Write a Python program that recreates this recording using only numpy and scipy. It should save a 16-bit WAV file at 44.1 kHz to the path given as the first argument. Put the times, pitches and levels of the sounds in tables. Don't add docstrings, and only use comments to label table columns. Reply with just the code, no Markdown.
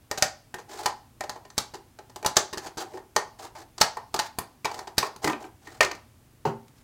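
import sys
import numpy as np
from scipy import signal
from scipy.fft import rfft, irfft
from scipy.io import wavfile
from scipy.ndimage import uniform_filter1d

SR = 44100
rng = np.random.default_rng(int(sys.argv[2]) if len(sys.argv) > 2 else 0)


def materialize(psi):
    bounded = np.clip(np.atleast_2d(psi).T, -1, 1)
    quanta = np.round(bounded * 32767).astype(np.int16)
    wavfile.write(sys.argv[1], SR, quanta)


N = 301203
AGE = np.arange(SR // 3) / SR


def from_db(db):
    return 10 ** (np.asarray(db) / 20)


def rms_one(x):
    return x / np.sqrt(np.mean(x ** 2) + 1e-20)


def blow(x, db):
    reference_samples = SR / 100
    return from_db(db) * x / np.sqrt(np.sum(x ** 2) / reference_samples + 1e-20)


def at_hz(points, hz):
    f, value = np.transpose(points)
    return np.interp(np.log(hz + 1), np.log(f), value)


def coloured(x, spectrum):
    gain = from_db(at_hz(spectrum, np.fft.rfftfreq(len(x), 1 / SR)))
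    return rms_one(irfft(rfft(x) * gain, len(x)))


def band(x, low_hz, high_hz):
    return signal.sosfilt(signal.butter(2, [low_hz, high_hz], "band", fs=SR, output="sos"), x + 1e-18)


def add(out, s, sound):
    start = max(round(s * SR), 0)
    out[start:start + len(sound)] += sound[:len(out) - start]


def grains(size, spread_db):
    size_db = spread_db * np.clip(rng.standard_normal(size), -2, 2)
    return rng.standard_normal(size) * from_db(size_db)


def stutter(size, slips_per_s, uneven_db):
    slips = np.arange(size) / SR * slips_per_s
    levels = np.clip(rng.standard_normal(size), -2, 2)
    return from_db(uneven_db * np.interp(slips, np.arange(size), levels))


def swell(length_s, rise=0.64, fall=1.276):
    progress = AGE / max(length_s, 1e-4)
    return progress ** rise * np.exp(-progress ** fall / 2) + 1e-18


def resonate(x, modes, hz):
    out = 0
    for k, (ratio, width, db) in enumerate(modes):
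        radius = np.exp(-np.pi * width / SR)
        angle = 2 * np.pi * ratio * hz / SR
        zeros, poles = [1 - radius, 0, radius - 1], [1, -2 * radius * np.cos(angle), radius ** 2]
        sign = (-1) ** k
        out = out + sign * from_db(db) * signal.lfilter(zeros, poles, x)
    return signal.sosfilt(signal.butter(1, [hz / 3, hz * 2], "band", fs=SR, output="sos"), out)


# f/Hz, level/dB
AIR_SPECTRUM = [(15, -57), (25, -14.5), (69, -6.5), (122, -3), (178, -15.5), (246, -9.5), (274, -12.5),
                (469, -21.5), (3930, -32.5), (9810, -33.5), (15500, -36)]
AIR_DB = -57.5


def air():
    return from_db(AIR_DB) * coloured(rng.standard_normal(N), AIR_SPECTRUM)


# f/Hz, t60/s
ROOM_T60 = [(100, 0.095), (300, 0.26), (800, 0.46), (2000, 0.33), (5000, 0.44), (13000, 0.059)]


def echo_decay(hz, first_echo_s=0.0033, build_s=0.00067, near_db=7.5, near_s=0.025):
    late = np.maximum(AGE - first_echo_s, 0)
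    from_room = from_db(-60 * late / max(at_hz(ROOM_T60, hz), 1 / 20))
    from_table = from_db(near_db) * np.exp(-late / near_s)
    shape = (1 - np.exp(-late / build_s)) * (from_room + from_table)
    return shape / np.sqrt(np.sum(shape ** 2))


# f/Hz, level/dB
ROOM_LEVEL = [(60, -10), (200, -8.5), (400, -2), (900, -4), (2000, -5.5), (5000, -9.5), (13000, -10.5)]


def room(x):
    blurred, hop = 0.28, 16
    response, wash = np.zeros(len(AGE)), np.zeros(N)
    edges = np.geomspace(70, 17000, 25)
    for low, high in zip(edges, edges[1:]):
        hz = np.sqrt(low * high)
        gain, decay = from_db(at_hz(ROOM_LEVEL, hz)), echo_decay(hz)
        tail = band(rng.standard_normal(len(AGE)), low, high) * decay
        response += gain * tail * np.sqrt(2 * (high - low) / SR / np.sum(tail ** 2))
        power = uniform_filter1d(band(x, low, high) ** 2, hop)[::hop]
        lingering = np.abs(signal.fftconvolve(power, hop * decay[::hop] ** 2))
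        envelope = np.repeat(np.sqrt(lingering), hop)[:N]
        wash += gain * envelope * rms_one(band(rng.standard_normal(N), low, high))
    echo = signal.oaconvolve(x, response)[:N]
    return x + np.sqrt(1 - blurred) * echo + np.sqrt(blurred) * wash


# f/Hz, level/dB
CRACK_SPECTRUM = [(2000, -18), (2900, -12.5), (3300, -4.5), (3800, 1.5), (4600, 5.5), (5500, 1), (6200, 3),
                  (7900, -4), (9200, -17), (11000, -23.5), (16000, -33)]


def crack_noise(x):
    return coloured(x, CRACK_SPECTRUM)


# f/Hz, level/dB
CLACK_SPECTRUM = [(700, -31.5), (1100, 4), (1350, 2), (1900, -2.5), (2400, -8), (2900, -4.5), (4000, -29.5)]


def clack_noise(x):
    return coloured(x, CLACK_SPECTRUM)


# f/Hz, level/dB, t60/s
TABLE_MODES = [(117.8, -13.5, 0.71), (139, -8, 0.37), (155.4, -2, 0.13), (175.6, -16, 0.34),
               (228.3, -14, 0.52), (342.3, -6.5, 0.2), (397, -4, 0.24), (420, -1, 0.053), (540, -6, 0.13),
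               (727, -8, 0.085), (781, -10.5, 0.085), (883, 8.5, 0.055)]


def table_ring(sag=0.015, sag_s=0.015):
    clock = AGE + sag * sag_s * (1 - np.exp(-AGE / sag_s))
    ring = np.zeros(len(AGE))
    for hz, level, t60 in TABLE_MODES:
        phase = 2 * np.pi * (hz * clock + rng.random())
        ring += from_db(level - 60 * AGE / t60) * np.sin(phase)
    return ring * np.cos(np.pi / 2 * AGE / AGE[-1])


# t/s, level/dB
LANDING = [(5.245, -28.5), (5.275, -29.5), (6.452, -17.5)]


def landing(ring_db=-0.5, settle_s=0.00235, contact_s=0.0056, thud_db=-12.0, clack_db=-13.5,
            tick_db=-23.0, low_hz=88, thud_hz=1000):
    out = np.zeros(N)
    for s, db in LANDING:
        ring = table_ring() * (1 - np.exp(-AGE / settle_s))
        contact = rng.standard_normal(len(AGE))
        fade = swell(contact_s, rise=0.25, fall=0.78)
        add(out, s, blow(band(ring, low_hz, 2 * thud_hz), db + ring_db))
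        add(out, s, blow(band(fade * contact, low_hz, thud_hz), db + thud_db))
        add(out, s, blow(fade * clack_noise(contact), db + clack_db))
        add(out, s, blow(fade * crack_noise(contact), db + tick_db))
    return out


# frequency ratio, width/Hz, level/dB
WALL_MODES = [(.75, 70, -8.5), (.93, 49.6, -2), (1.002, 42, -0.5), (1.23, 70, -9)]


def wall(force, hz):
    return resonate(force, WALL_MODES, hz)


# frequency ratio, width/Hz, level/dB
HOLLOW_MODES = [(.89, 24.4, -1.5), (1, 22.27, 0.5), (1.25, 46, -5)]


def hollow(force, hz):
    return resonate(force, HOLLOW_MODES, hz)


# f/Hz, level/dB
HISS_SPECTRUM = [(500, -20.5), (1100, 12), (1800, 9.5), (2700, 2), (4400, 6), (7500, 4), (11000, -6.5),
                 (13800, -7), (16000, -8)]
# start t/s, end t/s, hiss level/dB, cup level/dB
SLIDES = [(0.683, 0.906, -45.5, -37), (2.617, 2.662, -49, -38), (2.79, 2.839, -43, -35),
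          (2.863, 3.007, -61.5, -47.5), (3.386, 3.484, -47, -38.5), (3.572, 3.635, -53, -43),
          (4.198, 4.281, -48, -54), (4.667, 4.845, -53.5, -40), (5.03, 5.079, -43.5, -32.5),
          (5.218, 5.338, -43, -30.5), (5.389, 5.478, -55.5, -41), (5.613, 5.795, -56.5, -51),
          (6.681, 6.686, -57.5, -72.5), (6.74, 6.825, -67.5, -83)]
BITE_S, BITE_HISS_DB, BITE_CUP_DB = 0.011, -40, -31


def slides(wall_hz=830, hollow_hz=375, hiss_db=1.5, wall_db=-4.5, hollow_db=-9.5,
           slips_per_s=170, uneven_db=4.0):
    friction, grip = grains(N, spread_db=1.0), stutter(N, slips_per_s, uneven_db)
    force = grip * friction
    hiss = from_db(hiss_db) * rms_one(grip * coloured(friction, HISS_SPECTRUM))
    cup = from_db(wall_db) * rms_one(wall(force, wall_hz))
    cup += from_db(hollow_db) * rms_one(hollow(force, hollow_hz))
    bites = [(s - BITE_S, s, crack + BITE_HISS_DB, shell + BITE_CUP_DB) for s, crack, _, shell, _ in SNAPS]
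    out = np.zeros(N)
    for start, end, hiss_level, cup_level in list(SLIDES) + bites:
        span = np.arange(round(start * SR), min(round(end * SR), N))
        speed = np.sin(np.linspace(0, np.pi, len(span)))
        sliding = from_db(hiss_level) * hiss[span] + from_db(cup_level) * cup[span]
        out[span] += np.abs(speed) ** 0.5 * sliding
    return out


def thump(push_s=0.00031, low_hz=36):
    puff = AGE * np.exp(-AGE / push_s) + 1e-18
    return signal.sosfilt(signal.butter(2, low_hz, "high", fs=SR, output="sos"), puff)


def relaxing(tick_db=-22.0, earliest_s=0.007, latest_s=0.031, tick_s=0.0019, fade_s=0.018, count=4):
    out, tick = np.zeros(len(AGE)), swell(tick_s)
    for share, size in rng.random((count, 2)):
        delay = earliest_s + share * (latest_s - earliest_s)
        add(out, delay, from_db(tick_db) * (0.5 + size) * np.exp(-delay / fade_s) * tick)
    return out


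# reference f/Hz (the ring is at 0.93 of it), width/Hz, level/dB
RIM_MODES = [(609, 24, -13.5), (754, 38, -1.5), (840.5, 40, 3), (1030, 33, 3), (1293, 22, -5),
             (1410, 24, -6.5), (1669, 60, -8.5), (1973, 36, 2), (2375, 12, -10.5), (2479, 79, -7)]


def rim(force):
    return sum(resonate(force, [(0.93, width, db)], hz) for hz, width, db in RIM_MODES)


# f/Hz, level/dB
EDGE_SPECTRUM = [(6000, -22.5), (9000, 1.5), (10500, 1), (11800, -4), (13500, 1.5), (15000, -6.5),
                 (16000, -20)]
# frequency ratio, width/Hz, level/dB
FLAP_MODES = [(1, 88.1, -1), (1.31, 158.9, -8.5)]
FLAP_OCTAVES = 0.14
THUMP_FOLLOWS, HOLLOW_FOLLOWS, FLAP_CRACK_SHARE = 0.76, 0.81, 0.58
THUMP_CRISPNESS = 0.26


def fracture(crack, sharpness, shell, length_s, flap_hz, wall_hz, hollow_hz, crack_db, edge_db, clack_db,
             flap_db, rim_db, wall_db, hollow_db, thump_db, push_share):
    tearing = grains(len(AGE), spread_db=4.0)
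    run = swell(length_s) * stutter(len(AGE), slips_per_s=630, uneven_db=3.5) + relaxing()
    force = swell(push_share * length_s) * tearing
    bend = 2 ** (FLAP_OCTAVES * rng.standard_normal())
    edge = crack + sharpness
    flap = shell + FLAP_CRACK_SHARE * (crack - shell)
    puff = THUMP_FOLLOWS * edge + THUMP_CRISPNESS * (crack - shell)

    sound = blow(run * crack_noise(tearing), crack + crack_db)
    sound += blow(run * coloured(tearing, EDGE_SPECTRUM), edge + edge_db)
    sound += blow(run * clack_noise(tearing), flap + clack_db)
    sound += blow(resonate(force, FLAP_MODES, flap_hz * bend), flap + flap_db)
    sound += blow(rim(force), shell + rim_db)
    sound += blow(wall(force, wall_hz), shell + wall_db)
    sound += blow(hollow(force, hollow_hz), HOLLOW_FOLLOWS * shell + hollow_db)
    return sound + blow(thump(), puff + thump_db)


# t/s, crack level/dB, shell level/dB, hollowness level/dB, length t/s
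RASPS = [(0.5815, -40.5, -42.5, 1, .01), (1.3586, -46.5, -40.5, -4, 0.0046),
         (1.7387, -34, -39.5, 3.5, .007), (2.5304, -27.5, -37.5, 4, 0.0044),
         (2.575, -25.5, -39.5, 3, 0.0045), (2.6616, -32, -38.5, -0.5, 0.0063),
         (2.7734, -25, -37.5, 5.5, 0.012), (2.9337, -45, -45, 12, 0.01), (2.974, -45, -39.5, -1.5, 0.0026),
         (3.5526, -40.5, -42, -22, 0.0084)]


def rasps(lead_s=0.0018, hollow_db=-10.0):
    out = np.zeros(N)
    for s, crack, shell, hollowness, length_s in RASPS:
        sound = fracture(crack, 0, shell, length_s, flap_hz=1640, wall_hz=865, hollow_hz=380,
                         crack_db=-9.0, edge_db=-24.5, clack_db=-9.0, flap_db=-16.0, rim_db=-12.0,
                         wall_db=1.5, hollow_db=hollow_db + hollowness, thump_db=-25.0, push_share=0.59)
        add(out, s - lead_s, sound)
    return out


# t/s, crack level/dB, sharpness level/dB, shell level/dB,
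# hollowness level/dB, pitch of the air in the cup f/Hz
BUCKLES = [(0.5416, -33, 10, -33, 0.5, 382), (4.6467, -26, 5, -30, 1, 435),
           (5.2437, -19.5, 3.5, -27.5, 11.5, 316), (5.2748, -22, 2, -21, 6.5, 331),
           (5.2976, -31.5, -3, -26, 1.5, 310), (5.3322, -43, -8, -29.5, 5, 322),
           (5.442, -51, -2.5, -41.5, 6, 340), (5.672, -42, -0.5, -42, 1.5, 319),
           (5.8069, -10.5, -3, -13, -3.5, 420), (5.8262, -18, -5.5, -24, 6.5, 404),
           (5.847, -20, -4.5, -38, 12.5, 405), (5.913, -27, -13, -34.5, -2, 340),
           (5.949, -41, 3.5, -60, -11, 362)]


def buckles(length_s=0.0024, lead_s=0.0004, hollow_db=-14.5):
    out = np.zeros(N)
    for s, crack, sharpness, shell, hollowness, hollow_hz in BUCKLES:
        sound = fracture(crack, sharpness, shell, length_s, flap_hz=1890, wall_hz=831, hollow_hz=hollow_hz,
                         crack_db=-10.5, edge_db=-26.5, clack_db=-8.0, flap_db=-11.0, rim_db=-3.0,
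                         wall_db=-7.0, hollow_db=hollow_db + hollowness, thump_db=-25.0, push_share=0.28)
        add(out, s - lead_s, sound)
    return out


# t/s, crack level/dB, sharpness level/dB, shell level/dB, hollowness level/dB
SNAPS = [(0.113, -19.5, 3, -25.5, 3), (0.175, -24, -5, -32, -12), (0.181, -25, 9, -33.5, 1),
         (0.224, -5, 1, -18, -12), (0.8590, -13.5, 2, -15.5, -1), (1.2074, -26.5, 4, -25.5, -3),
         (1.2371, -34, -2, -30.5, 0.5), (1.2945, -23.5, 1, -29.5, 0), (1.4511, -45.5, -13, -43.5, 4),
         (1.502, -39, -19, -49, -8), (1.5797, -10.5, 5.5, -28, -6), (1.988, -40.5, 0, -37.5, 6),
         (2.097, -45.5, 2, -48, 3), (2.1599, -32.5, 8.5, -33, 6.5), (2.2275, -37, 9, -34, 9),
         (2.247, -28.5, 8, -19, 4), (2.261, -11, 6, -22.5, -11), (2.3672, -2, -2.5, -16.5, 9.5),
         (3.1626, -10.5, 0.5, -15, 7), (3.7807, -27.5, -2.5, -36.5, 5), (3.8115, -5, 4.5, -16.5, -7.5),
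         (3.8142, -4.5, -16, -17, -5), (3.9698, -37, 9, -25.5, 2.5), (4.1421, -19.5, 7.5, -21, 8.5),
         (4.1606, -24.5, -4, -41, -9), (4.1908, -14.5, -3, -24, -2.5), (4.1965, -18.5, -3, -24, -6.5),
         (4.3861, -23.5, 20, -25.5, -4), (4.6536, -19.5, -4, -19.5, -5.5), (4.714, -33.5, 0, -30.5, -7),
         (4.7437, -32.5, 4, -38, -14), (4.79, -29.5, 3, -32.5, 1.5), (4.8729, -34, -2, -32.5, 5),
         (4.9805, -7, 7, -22.5, -5), (5.0278, -26, 5, -19, 5.5), (5.1614, -38, 10, -44, 7)]
SHELL_HZ, SHELL_RISE_HZ_PER_S = 809.5, 17.6


def snaps(length_s=0.0024, lead_s=0.0004, hollow_db=-23.0):
    out = np.zeros(N)
    for s, crack, sharpness, shell, hollowness in SNAPS:
        wall_hz = SHELL_HZ + SHELL_RISE_HZ_PER_S * s
        sound = fracture(crack, sharpness, shell, length_s, flap_hz=1410, wall_hz=wall_hz, hollow_hz=388.6,
                         crack_db=-11.0, edge_db=-29.0, clack_db=-13.5, flap_db=-28.0, rim_db=-11.5,
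                         wall_db=-4.5, hollow_db=hollow_db + hollowness, thump_db=-30.5, push_share=0.34)
        add(out, s - lead_s, sound)
    return out


def scene():
    cutting = snaps() + buckles() + rasps() + slides()
    return (room(cutting + landing()) + air())[None]


def record(dry):
    cutoff_hz = 15950
    return signal.sosfilt(signal.ellip(10, 0.1, 80, cutoff_hz, fs=SR, output="sos"), np.tanh(dry))


dry = scene()
out = record(dry)
materialize(out)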